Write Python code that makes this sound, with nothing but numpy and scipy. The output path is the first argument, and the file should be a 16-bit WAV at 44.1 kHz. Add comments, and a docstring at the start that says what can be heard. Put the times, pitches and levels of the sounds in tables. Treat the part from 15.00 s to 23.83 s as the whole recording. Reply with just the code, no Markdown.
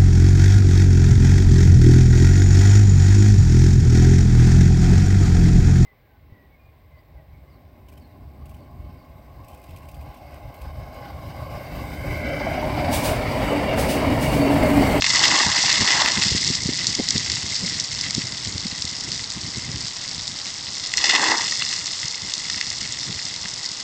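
"""Two loads of water slap onto wet concrete almost together; a third follows about six seconds in.
They fall from tipping buckets at an empty outdoor splash pad. Each load lands in lumps, churns up
bubbles in its own puddle and scatters into drops. A sprinkler patters all the while,
and light wind bumps against the microphone."""
import sys
import numpy as np
from scipy import signal
from scipy.fft import rfft, irfft
from scipy.io import wavfile

SR = 44100
rng = np.random.default_rng(int(sys.argv[2]) if len(sys.argv) > 2 else 0)


def store_wav(level_fs):
    """Save 16-bit WAV to argv[1]."""
    pcm = np.round(np.clip(np.atleast_2d(level_fs), -1, 1) * 32767)
    wavfile.write(sys.argv[1], SR, pcm.T.astype(np.int16))


N = 389403
TIME = np.arange(N) / SR

# Levels in these tables are relative: the functions set the final loudness.
# Bucket loads: start_s, lumps_db, lumps_hold_s, churn_db, spray_db, pound_db, churn_fade_db_per_s
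BUCKET_LOADS = [(0, -20, 0.21, -25, -18.5, -46, 42), (0.659, -22, .2, -25.5, -22.5, -44, 88),
                (5.937, -22.5, .08, -23, -22.5, -35, 169)]
# Big lumps of water landing flat, and a few heavy drips later on: start_s, smack_db, spray_db, decay_s
LUMP_HITS = [(0.022, -2.5, -12.5, 0.0024), (0.043, -3.5, -16, 0.0039), (.064, -7, -14, 0.0056),
             (0.169, -9, -20, 0.0042), (0.193, -23, -10, 0.0058), (.237, -5.5, -13, .012),
             (.313, -6.5, -14.5, 0.0037), (0.875, -8, -14, 0.009), (.906, -3.5, -11, 0.0024),
             (1.060, -4, -17, 0.0024), (1.174, -7.5, -28, .0022), (1.237, -8, -22, 0.0023),
             (2.929, -24, -18, 0.0028), (5.938, -3.5, -8.5, 0.0011), (5.979, -12.5, -12.5, 0.0067),
             (6.041, -8.5, -9, 0.0068), (6.056, -11, -12, .0053), (6.094, -8, -13.5, .014),
             (6.15, -8, -14.5, 0.0089), (6.161, -4.5, -19, 0.0041), (6.264, -11.5, -20, 0.0088),
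             (6.316, -9, -13.5, 0.0033), (6.522, -13.5, -19, 0.0043), (6.622, -4, -20, 0.0016),
             (6.728, -13, -14, .0023), (7.031, -14.5, -26, .0019), (7.499, -16, -15, 0.0033),
             (7.544, -16.5, -22, .0023), (7.612, -8.5, -12, 0.0022), (7.83, -26, -16, .0018),
             (8.192, -15.5, -32, 0.002), (8.457, -12.5, -21, .0015)]
# The biggest drops on the wet concrete: start_s, level_db, pitch_hz
DROP_HITS = [(0.1043, -7, 5080), (0.1575, -3, 5120), (0.2808, -2.5, 4830), (0.628, -4, 5030),
             (0.7278, -3, 5140), (1.1197, -8, 4520), (1.2354, -3.5, 4520), (1.283, -5, 4660),
             (1.4464, -4, 4950), (1.4767, -4.5, 5100), (1.5529, -6.5, 5120), (1.869, -1, 4920),
             (1.952, -5, 5280), (2.0878, -3, 4960), (2.1064, -0.5, 5340), (2.1798, -3.5, 4690),
             (2.3181, -6.5, 5180), (2.7995, -5, 5250), (3.0119, -6, 5060), (3.1077, -8, 5280),
             (3.149, -5.5, 5250), (3.5805, -9.5, 4470), (3.822, -6.5, 4270), (3.8528, -10, 5370),
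             (4.118, -9.5, 5480), (4.303, -12, 4480), (5.2781, -9.5, 5270), (5.9725, -2.5, 5450),
             (6.8587, -10, 5300), (7.083, -9.5, 5100), (7.3378, -6, 5250), (7.7028, -8.5, 4910),
             (8.2532, -12, 4700)]
# Last water trailing from a bucket, and more as it swings back: start_s, hold_s, drops_db, slaps_db
BUCKET_DRIBBLES = [(0.551, 0.11, -24, -21.5), (1.172, 0.19, -25.5, -28), (1.705, .2, -28, -32),
                   (2.069, 0.22, -24.5, -32.5), (2.463, .3, -26, -35), (2.896, 0.25, -31.5, -33.5),
                   (3.497, .7, -38.5, -42.5), (6.544, 0.099, -29, -34), (7.265, .65, -35, -39)]
# The breeze falling to a lull and picking up again: time_s, level_db
BREEZE_LEVELS = [(0, -39.5), (1, -42.5), (1.4, -35.5), (2.4, -42.5), (3.0, -38), (4.2, -43.5), (4.8, -40.5),
                 (4.95, -49.5), (6.25, -47.5), (6.7, -49), (7.65, -47.5), (8.15, -43.5), (8.83, -52)]
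# Swirls of air that hit the microphone: time_s, level_db, length_s, pitch_hz
WIND_BUMPS = [(0.47, -12, 0.014, 148), (0.817, -9.5, .023, 162), (1.184, -12.5, 0.022, 172),
              (1.266, -14, 0.02, 169), (1.322, -11, .0063, 139), (1.352, -8, 0.0035, 154),
              (1.505, -10.5, .035, 171), (1.66, -10, .0063, 155), (1.694, -6, 0.0049, 200),
              (2.004, -6, 0.012, 255), (2.162, -8.5, 0.033, 177), (2.647, -14.5, 0.039, 176),
              (3.184, -6, 0.021, 167), (3.475, -17, .0062, 160), (3.658, -14, 0.016, 157),
              (3.731, -18.5, .013, 146), (3.849, -19, 0.0092, 150), (4.374, -20, 0.033, 150),
              (4.576, -16.5, 0.014, 169), (4.76, -20.5, 0.099, 138), (5.17, -24, 0.096, 130),
              (7.049, -21, 0.023, 127), (7.837, -24.5, 0.085, 130), (8.098, -18.5, 0.033, 150)]
# Strength of the short, hollow echo, greatest for the nearest load: time_s, echo_share
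HOLLOW_ECHO = [(0, .18), (1.2, .15), (2, .05), (5.7, .08), (5.95, .42), (6.35, .42), (6.7, .3), (7.6, .25),
               (8.83, .12)]
# Tone colours, or how strong each sound is from low to high: frequency_hz, gain_db
AIR_TONE = [(25, -1.5), (100, -19.5), (250, -1), (520, -5), (950, 0), (1500, -4), (2050, -2), (2400, -5),
            (5000, 3), (8800, -12.5)]  # broad hush
WIND_TONE = [(20, -31.5), (45, -13), (80, -0.5), (120, 1), (190, -4), (300, -9.5), (450, -21), (900, -29),
             (3000, -65)]  # low rumble
DROP_TONE = [(400, -31), (1600, -16), (2100, -11), (2400, -17.5), (3200, -12), (3850, -6), (4200, -7),
             (4600, -3), (5300, -2), (6400, -9.5), (7100, -7), (8000, -12.5), (8800, -26)]  # bright tick
SLAP_TONE = [(200, -29.5), (600, -13), (1000, -11.5), (1450, -11), (1750, -4.5), (2030, 3), (2350, -9),
             (2700, -2), (3150, -4.5), (5000, -1), (6300, -5.5), (7800, -8.5), (8800, -37.5)]  # flat smack
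CHURN_TONE = [(80, -27), (200, -8), (320, -5.5), (470, -15), (700, -5), (950, 1.5), (1400, -9), (1950, 1.5),
              (2350, -18), (5000, -26.5)]  # hollow gush
POUND_TONE = [(80, -27), (180, -17.5), (280, 4), (400, -2), (560, -3.5), (900, -22), (3000, -49)]  # deep pounding

SPRINKLER_DROPS_DB, SPRINKLER_SLAPS_DB = -28.5, -42.5
LUMP_RISE_S, LUMP_FADE_DB_PER_S = 0.17, 29
SPRAY_RISE_S, SPRAY_HOLD_S, SPRAY_FADE_DB_PER_S = 0.11, 0.19, 9  # spray outlasts the lumps
BUCKET_EMPTY_S, POUND_RISE_S, POUND_FADE_DB_PER_S = 0.39, 0.35, 113
DRIBBLE_RISE_S, DRIBBLE_FADE_DB_PER_S = 0.045, 45.5
SWIRLS_PER_S, SWIRL_BOOST_DB, SWIRL_SPREAD_DB, SWIRL_S, SWIRL_HZ = 4, 13, 7, 0.018, 150
STRAYS_PER_S, STRAY_DB, STRAY_SPREAD_DB, STRAY_FOLLOW_SHARE = 7.4, -15, 1.5, 0.55


def amp(db):
    """Turns decibels into a number to multiply a sound by."""
    return 10 ** (np.asarray(db) / 20)


def unit(x):
    """Scales a signal so that its average strength (rms) is one."""
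    return x / np.sqrt(np.mean(x ** 2) + 1e-20)


def curve(rows):
    """Joins (time_s, value) rows with straight lines."""
    return np.interp(TIME, *np.transpose(rows))


def add(mix, start_s, sound):
    """Mixes a sound in at the given time."""
    part = mix[max(round(start_s * SR), 0):][:len(sound)]
    part += sound[:len(part)]


def swell(start_s, rise_s, hold_s, fade_db_per_s):
    """A volume that grows evenly, holds, then dies away."""
    age = TIME - start_s
    return np.clip(age / rise_s, 0, 1) * amp(-fade_db_per_s * np.maximum(age - rise_s - hold_s, 0))


def together(gains):
    """The level in dB of several flows sounding at once."""
    return 10 * np.log10(np.sum(np.square(gains), axis=0) + 1e-12)


def wander(rate_hz):
    """A smooth random wobble; a higher rate makes it quicker."""
    hz = np.fft.rfftfreq(N, 1 / SR)
    return unit(irfft(rfft(rng.standard_normal(N)) * np.exp(-(hz / rate_hz) ** 2), N))


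def colour(x, tone, size=4096):
    """Gives a sound a tone colour. The filter never rings early, so clicks keep their sharp start."""
    hz, db = np.transpose(tone)
    log_hz = np.log(abs(np.fft.fftfreq(size, 1 / SR)) + 1)
    log_gain = np.log(amp(np.interp(log_hz, np.log(hz), db)))
    response = np.exp(np.conj(signal.hilbert(log_gain)))
    taps = np.fft.ifft(response).real[:size // 2]
    return signal.oaconvolve(x, taps)[:len(x)]


def band(x, hz, octaves):
    """Keeps the sound within about this many octaves on either side of hz."""
    grid_hz = np.geomspace(100, SR / 2, num=24)
    gain_db = -10 * np.log10(1 + (np.log2(grid_hz / hz) / octaves) ** 4)
    return colour(x, np.c_[grid_hz, gain_db], size=len(x))


def spatter(decay_s, size):
    """A burst of noise that dies away."""
    return rng.standard_normal(size) * np.exp(-np.arange(size) / SR / decay_s)


def shower(per_s, spread_db, cap, low_hz, high_hz, octaves, decay_s, count=64):
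    """Tiny hits at random moments, many soft and few loud, in a mix of pitches and lengths."""
    hit = rng.random(N) < per_s / SR
    size_db = spread_db * np.minimum(rng.exponential(1, N), cap)
    clicks = hit * amp(size_db) * rng.choice([-1, 1], N) / np.sqrt(per_s)
    kind = rng.integers(0, count, N)
    shapes = []
    for hz in np.linspace(low_hz, high_hz, count):
        burst = spatter(decay_s * 2 ** rng.uniform(-0.085, 1), size=1024)
        shapes.append(unit(band(burst, hz, octaves)))
    out, at = np.zeros(N), np.flatnonzero(hit)
    for lag, column in enumerate(np.transpose(shapes)):  # each click sets off its own kind of burst
        out[(at + lag) % N] += clicks[at] * column[kind[at]]
    return unit(out)


def impact(hz, octaves, decay_s, crack, tone):
    """One big hit: a clean crack, then a dying spatter."""
    blow = spatter(decay_s, size=3072)
    blow[0] = crack
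    sound = colour(band(blow, hz, octaves), tone)
    return sound / np.linalg.norm(sound) * np.sqrt(SR / 1000)  # energy of 1 ms at full level


def open_air():
    """The even hush of the outdoors."""
    return amp(-38) * unit(colour(rng.standard_normal(N), AIR_TONE))


def wind():
    """Wind rumbles on the microphone; each swirl of air adds a thud, a push wrapped in brief noise."""
    breeze_db = curve(BREEZE_LEVELS)
    rumble_db = breeze_db - 1 + 3.77 * wander(28) + 1.7 * wander(4.9)
    out = amp(rumble_db) * unit(colour(rng.standard_normal(N), WIND_TONE))
    small_bumps = []
    for when, size in rng.random((round(SWIRLS_PER_S * N / SR), 2)):
        db = breeze_db[int(when * N)] + SWIRL_BOOST_DB + SWIRL_SPREAD_DB * size
        small_bumps.append((when * N / SR, db, SWIRL_S, SWIRL_HZ))
    t = np.arange(-SR // 10, SR // 10) / SR
    push = 10 * (t == 0)
    for time_s, db, length_s, hz in WIND_BUMPS + small_bumps:
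        swirl = rng.standard_normal(len(t)) * np.exp(-2 * abs(t) / length_s)
        tone = [(hz / 6, -26), (hz * 0.57, 0), (hz * 1.19, 0),
                (hz * 2.3, -12), (hz * 4.45, -34), (hz * 16, -70)]
        thud = colour(swirl + push, tone)
        add(out, time_s + t[0] - 0.003, amp(db - 6.5) * thud / abs(thud).max())
    return out


def drop_level():
    """The level in dB of falling drops: each load's spray, the dribbles and the sprinkler."""
    spray = [amp(db) * swell(start_s, SPRAY_RISE_S, SPRAY_HOLD_S, SPRAY_FADE_DB_PER_S)
             for start_s, *_, db, _, _ in BUCKET_LOADS]
    dribbles = [amp(db) * swell(start_s, DRIBBLE_RISE_S, hold_s, DRIBBLE_FADE_DB_PER_S)
                for start_s, hold_s, db, _ in BUCKET_DRIBBLES]
    return together(spray + dribbles + [np.full(N, amp(SPRINKLER_DROPS_DB))])


def patter(drops_db):
    """Nearby drops tick over a fizz of fine spray; more water means more drops."""
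    per_s = 560 * amp(1.1 * (drops_db + 30))
    ticks = shower(per_s, spread_db=4.2, cap=3.2, low_hz=2500, high_hz=8500, octaves=0.4, decay_s=0.0004)
    fizz = amp(-2) * rng.standard_normal(N)
    gain = amp(drops_db - 4 + wander(63) + 0.5 * wander(8))
    return gain * unit(colour(ticks + fizz, DROP_TONE))


def plinks(drops_db):
    """Drops falling into puddles leave small bubbles, which ring briefly."""
    out, t = np.zeros(N), np.arange(SR // 40) / SR
    for when, pitch, size in rng.random((600, 3)):
        hz = 2070 * 2 ** (0.2 * (pitch - 0.5))
        ring = np.sin(2 * np.pi * hz * t) * np.exp(-t / 0.0045)
        add(out, when * N / SR, amp(16 * size ** 2) * ring)
    return amp(drops_db - 20.5) * unit(out)


def slap_level():
    """The level in dB of landing lumps: the front of each load, the dribbles and the sprinkler."""
    lumps = [amp(db) * swell(start_s, LUMP_RISE_S, hold_s, LUMP_FADE_DB_PER_S)
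             for start_s, db, hold_s, *_ in BUCKET_LOADS]
    dribbles = [amp(db) * swell(start_s, DRIBBLE_RISE_S, hold_s, DRIBBLE_FADE_DB_PER_S)
                for start_s, hold_s, _, db in BUCKET_DRIBBLES]
    return together(lumps + dribbles + [np.full(N, amp(SPRINKLER_SLAPS_DB))])


def slaps():
    """Falling water tears into lumps that land in clusters, each with a short, flat smack."""
    level_db = slap_level()
    per_s = 450 * amp(0.8 * (level_db + 38))
    smacks = shower(per_s, spread_db=4.5, cap=3.44, low_hz=1180, high_hz=4520,
                    octaves=1.82, decay_s=0.00081)
    return amp(level_db - 1.5 + 3 * wander(41)) * unit(colour(smacks, SLAP_TONE))


def churn():
    """A load traps air in its puddle: bubbles gush over a deep pounding, growing until it is all down."""
    flow_db = together([amp(db) * swell(start_s, BUCKET_EMPTY_S, 0, fade)
                        for start_s, _, _, db, _, _, fade in BUCKET_LOADS])
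    pound_db = together([amp(db) * swell(start_s, POUND_RISE_S, 0, POUND_FADE_DB_PER_S)
                         for start_s, *_, db, _ in BUCKET_LOADS])
    bubbles = shower(per_s=1500, spread_db=5.5, cap=2.98, low_hz=246, high_hz=2060,
                     octaves=0.57, decay_s=0.0021, count=128)
    gush = amp(flow_db + 1.7 + 2 * wander(44)) * unit(colour(bubbles, CHURN_TONE))
    pounding = amp(pound_db) * unit(colour(rng.standard_normal(N), POUND_TONE))
    return gush + pounding


def big_lumps():
    """Whole lumps of water, and a few heavy drips, smack the concrete and throw off a puff of spray."""
    out = np.zeros(N)
    for start_s, smack_db, spray_db, decay_s in LUMP_HITS:
        smack = amp(smack_db - 5.5) * impact(1980, 0.85, decay_s, crack=6.5, tone=SLAP_TONE)
        spray = amp(spray_db - 2) * impact(3970, 0.81, decay_s, crack=6.5, tone=DROP_TONE)
        add(out, start_s, np.sqrt(decay_s / 0.0023) * (smack + spray))  # longer hits carry more energy
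    return out


def big_drops(drops_db):
    """Heavy drops crack brightly on the film of water; smaller strays fall at random among them."""
    out, strays = np.zeros(N), []
    for when, size, pitch in rng.random((round(STRAYS_PER_S * N / SR), 3)):
        over_sprinkler_db = drops_db[int(when * N)] - SPRINKLER_DROPS_DB
        db = STRAY_DB + STRAY_FOLLOW_SHARE * over_sprinkler_db - STRAY_SPREAD_DB * np.log(size + 0.13)
        strays.append((when * N / SR, db, 4400 + 1100 * pitch))
    for start_s, db, hz in DROP_HITS + strays:
        tick = impact(hz, octaves=0.54, decay_s=0.0017, crack=3.6, tone=DROP_TONE)
        add(out, start_s, amp(db - 6) * tick)
    return out


def hollow_echo(x, delay_s=0.001273):
    """A quick upside-down echo weakens evenly spaced pitches, so the splashes sound hollow."""
    return x - curve(HOLLOW_ECHO) * np.interp(TIME - delay_s, TIME, x)


def far_echoes(x, count=240):
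    """Scattered echoes come back from posts, a house and trees, fading over half a second."""
    echo = np.zeros(SR // 2)
    at = rng.integers(SR // 200, len(echo), count)
    echo[at] = rng.choice([-1, 1], count) * amp(-60 * at / SR / 0.5)
    return signal.oaconvolve(x, echo / np.linalg.norm(echo))[:N]


def scene():
    """Mixes the water, its faint echoes, the wind and the open air into one channel."""
    drops_db = drop_level()
    air = open_air() + wind()
    puddles = churn() + plinks(drops_db)
    splashes = slaps() + big_lumps() + patter(drops_db) + big_drops(drops_db)
    water = puddles + hollow_echo(splashes)
    return (water + amp(-16) * far_echoes(water) + air)[None]


def record(dry):
    """The microphone loses the high treble and clips the sharpest peaks; a last filter trims the top."""
    microphone = signal.firwin(151, cutoff=8650, window=("kaiser", 8), fs=SR)
    dulled = signal.oaconvolve(dry, microphone[None], "same")
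    clipped = np.clip(dulled, -0.73, 0.73)
    low_pass = signal.firwin(301, cutoff=15800, window=("kaiser", 8), fs=SR)
    return signal.oaconvolve(clipped, low_pass[None], "same")


dry = scene()
out = record(dry)
store_wav(out)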